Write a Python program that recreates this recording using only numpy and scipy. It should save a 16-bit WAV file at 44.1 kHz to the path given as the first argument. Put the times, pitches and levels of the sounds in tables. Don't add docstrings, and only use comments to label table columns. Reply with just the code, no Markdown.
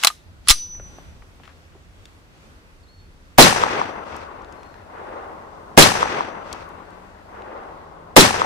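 import sys
import numpy as np
from scipy import signal
from scipy.io import wavfile

SR = 44100
rng = np.random.default_rng(int(sys.argv[2]) if len(sys.argv) > 2 else 0)


def to_wav(s):
    ch = np.atleast_2d(s).T
    pcm = np.round(np.clip(ch, -1, 1) * 32767)
    wavfile.write(sys.argv[1], SR, pcm.astype(np.int16))


N = 372644

# frequency in Hz, left-right correlation.
COHERENCE = [(60, 0.8), (180, 0.51), (550, 0.56), (1650, -0.44), (4970, 0.012), (15000, -0.03)]
# frequency in Hz, relative spectral density in dB.
RUSTLE_SPECTRUM = [(88, -29), (150, -6.5), (339, -5), (860, -11.5), (1000, -10.5), (1420, -11), (5760, -23),
                   (14100, -35), (15500, -41.5)]
RUMBLE_SPECTRUM = [(12, -32), (20, 2), (54, 2), (86, 2.5), (108, -12.5), (134, -5), (189, -21), (300, -26),
                   (390, -46), (660, -120)]
ECHO_SPECTRUM = [(41, -46.5), (70, -12.5), (150, -9), (300, -2.5), (500, 0.5), (1000, 2), (1700, -5),
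                 (2600, -10.5), (3300, -19), (6100, -24), (15000, -59)]
# time in seconds, level in dB.
RUMBLE_LEVEL = [(0, -60), (.3, -48), (.5, -45.5), (.6, -49), (.68, -49), (.8, -39.5), (.95, -46.5),
                (1.08, -41.5), (1.25, -49.5), (2.8, -51), (3.1, -48.5), (3.5, -52)]
# time in seconds, firing rate in Hz.
FIRING_RATE = [(0, 85.2), (2.9, 83.3), (2.95, 74), (3.35, 90.6), (4.3, 103.4), (4.9, 99), (5.7, 110),
               (6.6, 80.4), (7.65, 109.8), (7.7, 75.4), (8.45, 89.2)]
# multiple of the firing rate, relative level in dB.
ENGINE_ORDERS = [(1, -4), (2, 0.5), (3, -9)]
# start and length in seconds, first and held pitch in Hz, level in dB.
WHISTLES = [(2.826, .025, 4900, 3920, -63), (2.868, 0.21, 3600, 4360, -54.5), (2.982, .03, 4300, 3520, -66),
            (4.548, 0.34, 4300, 4240, -61.5)]
# start in seconds, peak level in dB, nominal frequency in Hz, left minus right in dB.
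KNOCKS = [(.7498, -40.5, 1193, 0), (.798, -31.5, 816, 1), (.984, -33, 700, 1), (1.2222, -40, 1300, 3),
          (1.399, -40.5, 700, 1), (1.454, -39, 2500, 1), (1.476, -37.5, 1500, 14)]
RUBS = [(1.4333, -42, 1780, 10), (1.49, -43, 1400, 9), (1.7194, -49, 1500, 3), (1.75, -42, 400, -2)]
CLICKS = [(2.0551, -34, 3774, 5), (4.1649, -33.5, 7014, 3), (4.42, -46, 5020, 5), (4.4464, -40.5, 3500, -7),
          (4.5247, -39, 4450, 3), (4.632, -40, 4000, 0), (4.742, -33.5, 1690, -10),
          (6.5283, -20.5, 5600, 8.5), (6.6899, -45, 7995, 2), (6.9052, -50, 5970, 8),
          (7.4205, -37.5, 2026, -2)]
# frequency in Hz, level in dB, free T60 in seconds, rattle 0-1.
STEEL_MODES = [(950, -6, .03, 1), (1220, -6, .08, .25), (2100, -5, .025, 1), (3250, -3, .04, 1),
               (3600, -9, .08, .6), (3820, -24, .45, .7), (2900, -27, .35, .8), (4800, -25, .4, .7),
               (5500, -25, .4, .7), (4045, -4, .08, .3), (4450, -5, .05, 1), (5280, -3, .05, .6),
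               (6342, -22, .3, .4), (6900, -6, .03, 1), (7800, -5, .03, 1), (8100, -26, .2, .3),
               (8720, -27, .3, .3), (9733, -20, .25, .2), (10520, -8, .03, 1), (11950, -51, 1.2, .3),
               (12800, -14, .03, 1), (15000, -16, .03, 1), (5965, -27, 1.8, .04), (5973.5, -33, 1.4, .08)]
# start and stop in seconds, level in dB.
STROKES = [(0.033, 0.078, -17), (0.447, .52, -27.5)]
# time in seconds, relative level in dB, favoured frequency in Hz.
RACK = [(0.028, -22.5, 5315), (.033, -19, 3600), (.036, -3.5, 2100), (0.037, -29.5, 2100),
        (.042, -15.5, 6900), (.047, 4, 951.4), (.053, -13.5, 954), (0.0707, 2, 4045), (0.081, -18.5, 3600),
        (0.1016, -36, 1228), (.474, -23, 4495), (0.4821, -14, 2100), (.485, 2, 10520), (0.49, 0.5, 5290),
        (0.4966, 4, 5280), (0.503, 5, 3600), (0.5074, 0.5, 9733)]
HOME = (.5084, 0.56, 5700)
BOUNCES = [(0.509, -11.5, 3250), (0.524, -20.5, 3250)]
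# delay
# in seconds, relative level in dB, tilt in dB per octave, damping in dB per second, favoured mode in Hz.
CYCLE = [(-.0065, -28, 0, 500, 2100), (-.004, -9, 0, 1500, 3600), (.014, 2, 1, 800, 9733),
         (.032, 0, 0, 600, 5280), (.043, 5, -1, 200, 4045), (.047, -7, 0, 20, 5965)]
# distance and depth in metres,
# relative level in dB, fade in dB per second, treble and bass in dB per octave, left minus right in dB.
ECHO_ZONES = [(4.97, 5.9, -15, 107.5, 7, -2.5, 4), (30, 35.5, -24, 101, 3, 1.5, 3.5),
              (60, 31.6, -33, 14.5, -5.5, 1, 6), (120.5, 25.4, -45, 200, 7.5, 9.5, 0.5),
              (276.5, 33, -35, 48, -4.5, -14.5, 2.5), (320, 30, -40.5, 4, -14, 3.5, 4)]
# delay in seconds, level in dB, frequency in Hz.
SLAPS = [(.088, 0, 880), (.144, -8, 857), (.179, -11, 934), (0.2438, -15, 1080), (0.2547, 0.5, 1107),
         (.274, -30, 750), (.284, -9.5, 800), (.409, -15.5, 580), (.433, -5, 1070)]
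# frequency in Hz, relative density of the ground reflection in dB,
# its T60 in seconds, relative density of the gas puff in dB.
BLAST_SPECTRUM = [(59.7, -17, 0.64, -5), (150, 2, 0.33, 11.5), (300, 5.5, 0.25, 14.5),
                  (700, -5.5, 0.25, 22), (1500, -3, 0.16, 1), (4000, -8.5, 0.29, -2.5),
                  (9400, -18.5, 0.39, -6.5), (15100, -23.5, 0.17, -23.5)]
# time in seconds, charge gain in dB, slide travel time factor, action gain in dB.
SHOTS = [(3.3833, 0, 0.93, -2.5), (5.7754, -1.5, 1.1, -2.6), (8.1643, -2, 1.0, -5.5)]

BAND_CENTRES_HZ = 28 * 2 ** np.arange(0, 9.3, .4)
SOUND_M_PER_S = 343


def amp(db):
    return 10 ** (np.asarray(db) / 20)


def unit_rms(x):
    return x / np.sqrt(np.mean(x ** 2) + 1e-20)


def at_hz(rows, hz, column=1):
    rows = np.array(rows)
    return np.interp(np.log(hz), np.log(rows[:, 0]), rows[:, column])


def add(out, sound, start_s):
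    i = round(start_s * SR)
    out[:, i:i + sound.shape[-1]] += sound[..., :N - i]


def pan(db):
    return amp(np.array([db, -db]).reshape(2, -1) / 2)


def flicker(size, rate):
    points = rng.standard_normal(int(size * rate // SR + 2))
    return np.interp(np.arange(size) * rate / SR, np.arange(len(points)), points)


def bandpass(x, low_hz, high_hz):
    return signal.sosfilt(signal.butter(2, [low_hz, high_hz], "band", fs=SR, output="sos"), x)


def noise_bands(size, extra_coherence=0):
    white = rng.standard_normal((2, 2, size + 4000))
    for k, hz in enumerate(BAND_CENTRES_HZ):
        mid, side = bandpass(white[k % 2], hz * 2 ** -.2, min(hz * 2 ** .2, .45 * SR))[:, 4000:]
        coherence = np.clip(at_hz(COHERENCE, hz) + extra_coherence, -1, 1)
        yield hz, np.sqrt(1 + coherence) * mid + np.sqrt(1 - coherence) * side * [[1], [-1]]


def rustle_and_rumble():
    t = np.arange(N) / SR
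    sleeves_db = 5 * np.exp(-((t - 1.0) / 0.28) ** 2)
    rustle, rumble, gust_db = 0, 0, flicker(N, 5.3)
    for hz, band in noise_bands(N):
        rustle += band * amp(at_hz(RUSTLE_SPECTRUM, hz) + gust_db + flicker(N, 11))
        if hz < 320:
            rumble += band * amp(at_hz(RUMBLE_SPECTRUM, hz) + 2 * flicker(N, 11))
    rumble_db = np.interp(t, *np.transpose(RUMBLE_LEVEL))
    return amp(-54.5 + sleeves_db) * unit_rms(rustle) + amp(rumble_db) * unit_rms(rumble)


def engine():
    t = np.arange(N) / SR
    firing_hz = np.interp(t, *np.transpose(FIRING_RATE)) * (1 + 0.009 * flicker(N, 24))
    phase = 2 * np.pi * np.cumsum(firing_hz) / SR
    approach_db = -58 - 2.5 * np.maximum(7.5 - t, 0)
    harmonics = sum(amp(db + flicker(N, 8.2)) * np.sin(k * phase) for k, db in ENGINE_ORDERS)
    return np.sqrt(2) * amp(approach_db) * harmonics


def bird(glide_s=.015, fade_db_per_s=55):
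    out = np.zeros((2, N))
    for start, length, first_hz, held_hz, db in WHISTLES:
        t = np.arange(0, length, 1 / SR)
        hz = held_hz + (first_hz - held_hz) * np.exp(-t / glide_s) + 60 * flicker(len(t), 297)
        tone = np.sqrt(2) * np.sin(2 * np.pi * np.cumsum(hz) / SR)
        taper = np.sin(np.pi * t / length) ** 0.6
        add(out, tone * taper * amp(db - fade_db_per_s * t + 3.5 * flicker(len(t), 76)), start)
    return out


def contacts(rows, t60_s):
    out, t = np.zeros((2, N)), np.arange(6000) / SR
    for start, db, hz, side_db in rows:
        noise = rng.standard_normal(len(t)) * amp(-60 * t / t60_s)
        burst = bandpass(noise, hz / 2, min(hz * 1.53, 15000))
        add(out, amp(db) * burst / np.abs(burst).max() * pan(side_db), start)
    return out


def steel_impact(db, tilt, damping, favoured_hz):
    hz, mode_db, t60, rattle = np.transpose(STEEL_MODES)[:, :, None]
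    t = np.arange(round(SR * np.clip(150 / (damping + 1), .45, 1.2))) / SR
    spot_db = 10 * np.exp(-(np.log2(hz / favoured_hz) / 0.1) ** 2)
    chance_db = rng.normal(0, 1 + 3 * rattle, (len(hz), 2))
    strength = amp(mode_db + spot_db + tilt * np.log2(hz / 4000) + chance_db)
    chatter = 1 - rattle + rattle * np.array([flicker(len(t), 1200) for _ in hz])
    held_and_free = amp(-t * damping) + amp(-21) * (rattle > .1)
    modes = np.sin(2 * np.pi * hz * t) * amp(-60 * t / t60) * held_and_free * chatter
    noise = bandpass(rng.standard_normal((2, 2, len(t))), 1300, 10000)
    crack = noise[0] * amp(4 - t * (60 / 0.072 + damping))
    scatter = noise[1] * amp(-25.5 - 60 * t / 0.25)
    blow = strength.T @ modes * np.minimum(t / 0.00022, 1) + crack + scatter
    radiation = signal.butter(3, 800, "high", fs=SR, output="sos")
    return amp(db - 8) * signal.sosfilt(radiation, blow)


def rail_friction(rise_db_per_s=599, fall_db_per_s=899.5):
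    t = np.arange(round(.6 * SR)) / SR
    envelope = amp(-31.5) * (t < STROKES[0][0])
    for start, stop, db in STROKES:
        to_peak_s, past_stop_s = np.maximum(start + 0.047 - t, 0), np.maximum(t - stop, 0)
        envelope += amp(db - rise_db_per_s * to_peak_s - fall_db_per_s * past_stop_s)
    grit = rng.standard_normal((2, len(t))) * envelope * amp(4 * flicker(len(t), 400))
    return bandpass(grit, 900, 6000)


def slide(release_s=.3, grip_closes_s=0.77):
    out = np.zeros((2, N))
    add(out, rail_friction(), 0)
    gaps_s = np.diff([row[0] for row in RACK + [HOME]])
    damping_db_per_s = list(400 + 8.5 / np.maximum(gaps_s, .003)) + [0] + [660] * len(BOUNCES)
    for (start, db, hz), damping in zip(RACK + [HOME] + BOUNCES, damping_db_per_s):
        tilt = 0.98 + 0.3147 * db - 1.5 * (start < release_s)
        add(out, steel_impact(db, tilt, damping, hz), start)
    gripped_s = np.maximum(np.arange(N) / SR - grip_closes_s, 0)
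    return out * amp(-53 * gripped_s)


def landscape_echoes(onset_share=.12, air_db_per_s_at_4khz=6):
    t = np.arange(round(3.1 * SR)) / SR
    near_m, depth_m, level_db, fade, treble, bass, side_db = np.transpose(ECHO_ZONES)[:, :, None]
    first_s, last_s = 2 * near_m / SOUND_M_PER_S, 2 * (near_m + depth_m) / SOUND_M_PER_S
    swell = np.clip(1 + (t - first_s) / (onset_share * first_s + 0.016), 0, 1) ** 2
    power = (swell * amp(level_db - fade * np.maximum(t - last_s, 0))) ** 2
    clumps_db = (1.14 + 1.7 * np.exp(-t / .5)) * flicker(len(t), 150)
    out, midrange = 0, 0
    for hz, band in noise_bands(len(t), extra_coherence=.15):
        coloured = band * amp(at_hz(ECHO_SPECTRUM, hz))
        midrange += coloured * (300 < hz < 1500)
        slope_db = treble * np.log2(max(hz / 1100, 1)) + bass * np.log2(max(300 / hz, 1))
        envelope = np.sqrt((pan(side_db) * amp(slope_db).T) ** 2 @ power)
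        air_loss_db = air_db_per_s_at_4khz * t * (hz / 4000) ** 2
        out += coloured * envelope * amp(clumps_db + 1.6 * flicker(len(t), 25) - air_loss_db)
    out /= np.std(midrange)
    slap_t = t[:440]
    pulse = np.exp(-((slap_t - .005) / 0.0012) ** 2)
    for delay_s, db, hz in SLAPS:
        add(out, amp(db) * np.sin(2 * np.pi * hz * slap_t) * pulse * pan(4), delay_s - .005)
    out[1] = np.roll(out[1], 16)
    return out


def muzzle_blast():
    t = np.arange(SR // 2) / SR
    out, puff_t60 = 0, .06
    for hz, band in noise_bands(len(t), extra_coherence=0.067):
        ground_db, ground_t60, puff_db = (at_hz(BLAST_SPECTRUM, hz, column) for column in (1, 2, 3))
        out += band * (amp(ground_db - 60 * t / ground_t60) + amp(puff_db - 60 * t / puff_t60))
    return amp(14) * (1 - np.exp(-t / 0.0001)) * out


def shots():
    out, echoes, shared_blast = np.zeros((2, N)), landscape_echoes(), muzzle_blast()
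    for start, charge_db, travel, action_db in SHOTS:
        add(out, amp(charge_db) * echoes, start)
        add(out, amp(charge_db) * (0.49 * shared_blast + 0.5 * muzzle_blast()), start)
        for delay_s, *blow in CYCLE:
            add(out, amp(action_db) * steel_impact(*blow), start + delay_s * travel)
    return out


def scene():
    small = contacts(KNOCKS, t60_s=0.032) + contacts(RUBS, t60_s=0.16) + contacts(CLICKS, t60_s=0.013)
    return slide() + shots() + small + bird() + engine() + rustle_and_rumble()


def record(dry, coupling_hz=2.4, cutoff_hz=15700):
    t = np.arange(N) / SR
    pulses = [(HOME[0] + .0016, -.33, .004)]
    for start, *_ in SHOTS:
        pulses += [(start + .0105, .27, .005), (start + .033, -.09, .01)]
    shift = sum(size * np.exp(-((t - at_s) / width_s) ** 2 / 2) for at_s, size, width_s in pulses)
    shift = signal.lfilter(*signal.butter(2, coupling_hz, "high", fs=SR), shift)
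    clipped = np.clip(dry + shift * pan(5), -.97, .97)
    lowpass = signal.cheby2(12, 40, cutoff_hz * 1.03, fs=SR, output="sos")
    return np.clip(signal.sosfilt(lowpass, clipped), -1, 1)


dry = scene()
out = record(dry)
to_wav(out)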